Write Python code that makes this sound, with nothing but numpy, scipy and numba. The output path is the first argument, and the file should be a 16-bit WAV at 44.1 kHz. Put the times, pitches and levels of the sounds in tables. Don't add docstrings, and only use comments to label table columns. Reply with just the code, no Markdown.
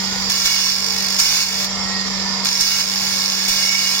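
import sys
import numpy as np
from scipy import signal
from scipy.fft import rfft, irfft, next_fast_len
from scipy.io import wavfile
from scipy.ndimage import uniform_filter1d, map_coordinates
from numba import njit

SR = 44100
rng = np.random.default_rng(int(sys.argv[2]) if len(sys.argv) > 2 else 0)


def store_pcm(level_fs):
    pcm = np.round(np.clip(level_fs, -1, 1) * 32767).astype(np.int16)
    wavfile.write(sys.argv[1], SR, np.atleast_2d(pcm).T)


N = 176400

SPINDLE_HZ, BITE_RISE_S = 49.7, 0.017
TONE_PAN_DB = 2
# start and end in seconds, first and last relative level in dB, decay in seconds.
BITES = [(0.442, 0.723, -5, -10, 0.047), (1.185, 1.415, -2, -5, 0.053), (2.597, 2.813, -7, -8.5, 0.037),
         (3.474, 3.952, -9.5, -13, 0.028)]
# frequency in Hz, coherence from 0 to 1.
GRIND_COHERENCE = [(500, 0.24), (1600, 0.44), (2230, 0.37), (2850, 0.57), (3500, 0.47), (3900, 0.27),
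                   (5200, 0.48), (7000, 0.067), (15000, 0.13)]


def grinding():
    # frequency in Hz, left and right relative level in dB.
    spectrum = [(295, -71.5, -79), (700, -68, -75), (1130, -61.5, -67), (1280, -70, -77),
                (1380, -58, -58.5), (1410, -67, -71.5), (1730, -59.5, -60.5), (1910, -67, -64),
                (2300, -63, -60), (2560, -61.5, -57), (3020, -66.5, -73), (3450, -58, -55),
                (3940, -63.5, -58.5), (4490, -60, -50), (5150, -59, -45), (5010, -60, -52),
                (5400, -53, -45), (5850, -59, -53), (6640, -55.5, -58), (7150, -55, -68), (7660, -62, -83),
                (7800, -69, -69), (9060, -65, -71), (10500, -70.5, -77.5), (12400, -66, -71),
                (15600, -68, -70.5)]
    crossover_hz = 7200
    lowpass = lambda hz: 1 / (1 + (hz / crossover_hz) ** 20)
    load = biting(entry_db=2)
    source = resonances(wheel_face(load)) * amp(0.55 * wobble(220))
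    gritty = source * amp(wobble(1800))
    body = filtered(coloured(gritty, spectrum), lowpass)
    treble = filtered(coloured(source, spectrum), lambda hz: 1 - lowpass(hz)) * amp(-1)
    rub = rubbing(swing=1)
    force = np.hypot(rub, load)
    flare = np.hypot(rub, biting(entry_db=8))
    body_knocks, treble_knocks = knocking()
    return body * (force + body_knocks + ticking()) + treble * (flare + treble_knocks) + ring(force)


def wheel_face(load):
    sag, repeat_share, repeat_hz = 0.1, 0.76, 2620
    face = rng.standard_normal(round(SR / SPINDLE_HZ))
    turns = np.cumsum(SPINDLE_HZ * (1 - sag * uniform_filter1d(load, size=4410))) / SR
    repeating = map_coordinates(face, [turns % 1 * len(face)], mode="grid-wrap")
    share = lambda hz: repeat_share / (1 + (hz / repeat_hz) ** 4)
    periodic = filtered(repeating, lambda hz: np.sqrt(share(hz)))
    return periodic + filtered(noise_pair(GRIND_COHERENCE), lambda hz: np.sqrt(1 - share(hz)))


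def biting(entry_db):
    t, force, entry_s = clock(), np.zeros(N), 0.044
    for start, end, first_db, last_db, fall in BITES:
        level_db = np.interp(t, [start, end], [first_db, last_db])
        level_db += entry_db * np.exp(-np.maximum(t - start, 0) / entry_s)
        force += gate(start, end, BITE_RISE_S, fall) * amp(level_db)
    return force


def rubbing(swing):
    # start and end in seconds, relative level in dB, a moment in seconds when
    # the high spot touches, once-a-turn and twice-a-turn swing in dB.
    rubs = [(-.01, 0.3, -28, 0.091, -1, .5), (0.292, 0.462, -11, .3, 0.5, 0.5),
            (.45, 1.194, -15.5, .986, 2.5, 1), (1.206, 1.654, -16, 1.509, 1.15, 0),
            (2.448, 2.611, -13, 2.489, -0.5, -1), (2.606, 2.991, -15.5, 2.909, -1.2, 2.7),
            (2.997, 3.506, -14, 3.21, 0.3, 0.55), (3.491, 4.055, -11, 3.712, 0.2, 1.6)]
    power = np.zeros(N)
    for start, end, db, touch, once_db, twice_db in rubs:
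        angle = 2 * np.pi * SPINDLE_HZ * (clock() - touch)
        pulse_db = swing * (once_db * np.cos(angle) + twice_db * np.cos(2 * angle))
        power += (gate(start, end, rise_s=0.012, fall_s=0.016) * amp(db + pulse_db)) ** 2
    return np.sqrt(power)


def knocking():
    # start in seconds, relative body and treble level in dB.
    knocks = [(.299, -17, -11), (.319, -14, -10), (1.199, -5, 1), (1.644, -13, -12), (2.4475, -13, -4),
              (2.456, -9, -13), (2.4675, -6, -11), (2.4875, -2, -13), (2.528, -8, -14), (2.608, -8, 0),
              (3.484, -10, -1)]
    rise_s, fall_s = 0.0014, 0.0015
    return sum(amp([[body_db], [treble_db]]) * gate(start, start + rise_s, rise_s, fall_s)
               for start, body_db, treble_db in knocks)


def ticking():
    start_s, half_s = 3.22, 0.00031
    return sum(amp(db) * np.exp(-((clock() - start_s - turn / SPINDLE_HZ) / half_s) ** 2)
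               for turn, db in enumerate(np.linspace(-6, -1, 6)))


def ring(force):
    # frequency and width in Hz, level against the hiss in dB, leftward pan in dB.
    modes = [(2218, 51, -18, -2), (2563, 190, -31, 0), (2874, 65, -19, -2)]
    # peak time and half-length in seconds, mode index, boost in dB.
    swells = [(0.54, 0.047, 0, 6.5), (2.719, 0.091, 0, 2.5), (3.753, 0.12, 0, 12), (.54, 0.11, 2, 6),
              (2.73, 0.033, 2, 8), (3.77, 0.16, 2, 6.5)]
    out = np.zeros((2, N))
    for k, (centre, width, db, pan_db) in enumerate(modes):
        response = lambda hz: (1j * hz * width / (centre ** 2 - hz ** 2 + 1j * hz * width)) ** 2
        mode = unit(filtered(noise_pair(GRIND_COHERENCE), response))
        boost_db = sum(up_db * np.exp(-((clock() - peak) / half) ** 2)
                       for peak, half, which, up_db in swells if which == k)
        out += mode * amp(db + boost_db) * pan(pan_db)
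    return out * force


def spindle_whine():
    harmonic, sag, lag_s = 22, 0.11, 0.08
    lag = np.exp(-clock()[:SR // 2] / lag_s)
    load = signal.fftconvolve(biting(entry_db=0), lag / lag.sum())[:N]
    turns = np.cumsum(SPINDLE_HZ * (1 - sag * load)) / SR
    touching = np.clip(rubbing(swing=0) / amp(-14), 0, 1)
    level = amp(-44 + 1.5 * wobble(8)) * (touching + 2 * load)
    return level * np.sqrt(2) * np.sin(2 * np.pi * harmonic * turns) * pan(TONE_PAN_DB)


def thumps():
    thump_hz, decay_s = 28, 0.097
    response = lambda hz: (hz / thump_hz) ** 2 / (1 + (hz / thump_hz) ** 6)
    rumble = unit(filtered(rng.standard_normal(N), response))
    puffs = sum(gate(start, start + BITE_RISE_S, BITE_RISE_S, decay_s) for start, *_ in BITES)
    return rumble * amp(-27) * puffs


def machine():
    # frequency in Hz, relative level in dB.
    partials = [(49.7, -55), (80.7, -51), (99.4, -55), (597, -50), (716, -51), (835, -50), (936.7, -49),
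                (975, -49), (1063, -51), (1194, -50), (1335, -50), (1453, -51), (1771, -48), (1890, -44),
                (2128, -46), (2187, -47), (2368, -52), (2961, -52), (3315, -49)]
    # start and end in seconds, frequency in Hz, relative level in dB.
    passing = [(2.2, 2.62, 956, -42), (.72, 1.6, 452, -46), (2.9, 3.48, 1690, -43)]
    # frequency in Hz, left and right relative level in dB.
    spectrum = [(25, -67, -75), (60, -67, -77), (97, -66, -76.5), (140, -62.5, -63), (322, -67.5, -69.5),
                (483, -60.5, -67.5), (670, -65, -75.5), (770, -61.5, -63.5), (1080, -60, -65.5),
                (1485, -66.5, -70), (1570, -66.5, -73), (1865, -66.5, -57.5), (2280, -72.5, -62.5),
                (3000, -69, -69.5), (3360, -63.5, -60.5), (3820, -76, -61.5), (4360, -72, -57),
                (4880, -61, -49), (5250, -71, -55.5), (5630, -61, -54), (6000, -69, -63.5),
                (6550, -70.5, -66), (7140, -57, -69), (7500, -66, -73), (7960, -87, -81),
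                (8600, -81.5, -90), (11000, -88.5, -92), (15700, -88, -89)]
    # frequency in Hz, coherence from 0 to 1.
    coherence = [(60, 0.2), (300, 1), (1200, 0.37), (1900, 0), (3200, 0.25), (5000, 0.34), (7000, .15)]
    hum = amp(-30) * tone(192.9, waver_db=0.45, drift_rad=0.05)
    tones = sum(amp(db + 1) * tone(hz) for hz, db in partials)
    whines = sum(amp(db) * gate(start, end, 0.044, 0.063) * tone(hz) for start, end, hz, db in passing)
    rush = coloured(resonances(noise_pair(coherence)), spectrum)
    rush *= amp(-21 + 0.75 * wobble(150) + 0.13 * wobble(8))
    return rush + (hum + tones + whines) * pan(TONE_PAN_DB)


def resonances(x):
    shifting_db, room_db = 2.6, 1.8
    spectra = signal.stft(x, nperseg=2048)[2]
    ripple = uniform_filter1d(rng.standard_normal(spectra.shape[1:]), size=4, axis=0)
    shifting = unit(uniform_filter1d(ripple, size=5, axis=1))
    room = unit(uniform_filter1d(rng.standard_normal(spectra.shape[1]), size=2))[:, None]
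    depth = np.clip(np.fft.rfftfreq(2048, 1 / SR) / 3500, .3, 1)[:, None]
    gain = amp(depth * (shifting_db * shifting + room_db * room))
    return signal.istft(spectra * gain, nperseg=2048)[1][:, :N]


def tone(hz, waver_db=4.5, drift_rad=0.4):
    phase = 2 * np.pi * (hz * clock() + rng.random()) + drift_rad * wobble(5.04)
    return np.sqrt(2) * np.sin(phase) * amp(waver_db * wobble(6.11))


def noise_pair(coherence):
    angle = lambda hz: np.arccos(np.clip(along(coherence, hz), -1, 1)) / 2
    balance = lambda hz: np.array([np.cos(angle(hz)), np.sin(angle(hz))])
    mid, side = filtered(rng.standard_normal((2, N)), balance)
    return np.array([mid + side, mid - side])


def coloured(x, spectrum):
    return unit(filtered(x, lambda hz: amp([along(spectrum, hz, 1), along(spectrum, hz, 2)])))


def filtered(x, response):
    size = next_fast_len(N + SR // 2)
    return irfft(rfft(x, size) * response(np.fft.rfftfreq(size, 1 / SR)), size)[..., :N]


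def gate(start, end, rise_s, fall_s):
    t = clock()
    return np.clip((t - start) / rise_s, 0, 1) * np.exp(-np.maximum(t - end, 0) / fall_s)


def wobble(rate):
    return map_coordinates(rng.standard_normal(int(N * rate / SR) + 4), [clock() * rate])


def along(points, hz, column=1):
    columns = np.transpose(points)
    return np.interp(np.log(hz + 1), np.log(columns[0] + 1), columns[column])


def pan(left_db):
    return amp([[left_db], [-left_db]])


def amp(db):
    return 10 ** (np.asarray(db) / 20)


def unit(x):
    return x / np.sqrt(np.mean(x ** 2) + 1e-20)


def clock():
    return np.arange(N) / SR


def scene():
    # frequency in Hz, lead of the left port in radians.
    lead = [(60, -1), (200, 0.84), (400, 0.48), (1400, 0.17), (2200, 1), (2850, 2), (3150, 3), (4200, 2.5),
            (4900, 4), (5400, 6), (5800, 9), (7000, 9), (16000, 25)]
    sound = machine() + grinding() + thumps() + spindle_whine()
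    return filtered(sound, lambda hz: np.exp(.5j * along(lead, hz) * np.array([[1], [-1]])))


@njit
def follow(wanted, attack, release):
    out, now = np.zeros(len(wanted)), 0.
    for i in range(len(wanted)):
        now += (wanted[i] - now) * (attack if wanted[i] > now else release)
        out[i] = now
    return out


def record(dry):
    threshold_db, slope, attack_s, release_s = -20, 0.65, 0.0086, 0.06
    ceiling, top_hz = 0.92, 15850
    power = np.abs(uniform_filter1d(np.mean(dry ** 2, axis=0), size=441))
    over_db = np.maximum(10 * np.log10(power + 1e-12) - threshold_db, 0)
    cut_db = follow(slope * over_db, 1 / (attack_s * SR), 1 / (release_s * SR))
    held = dry * amp(-0.5 - cut_db)
    rounded = held / (1 + (held / ceiling) ** 10) ** (1 / 10)
    return filtered(rounded, lambda hz: hz < top_hz)


dry = scene()
out = record(dry)
store_pcm(out)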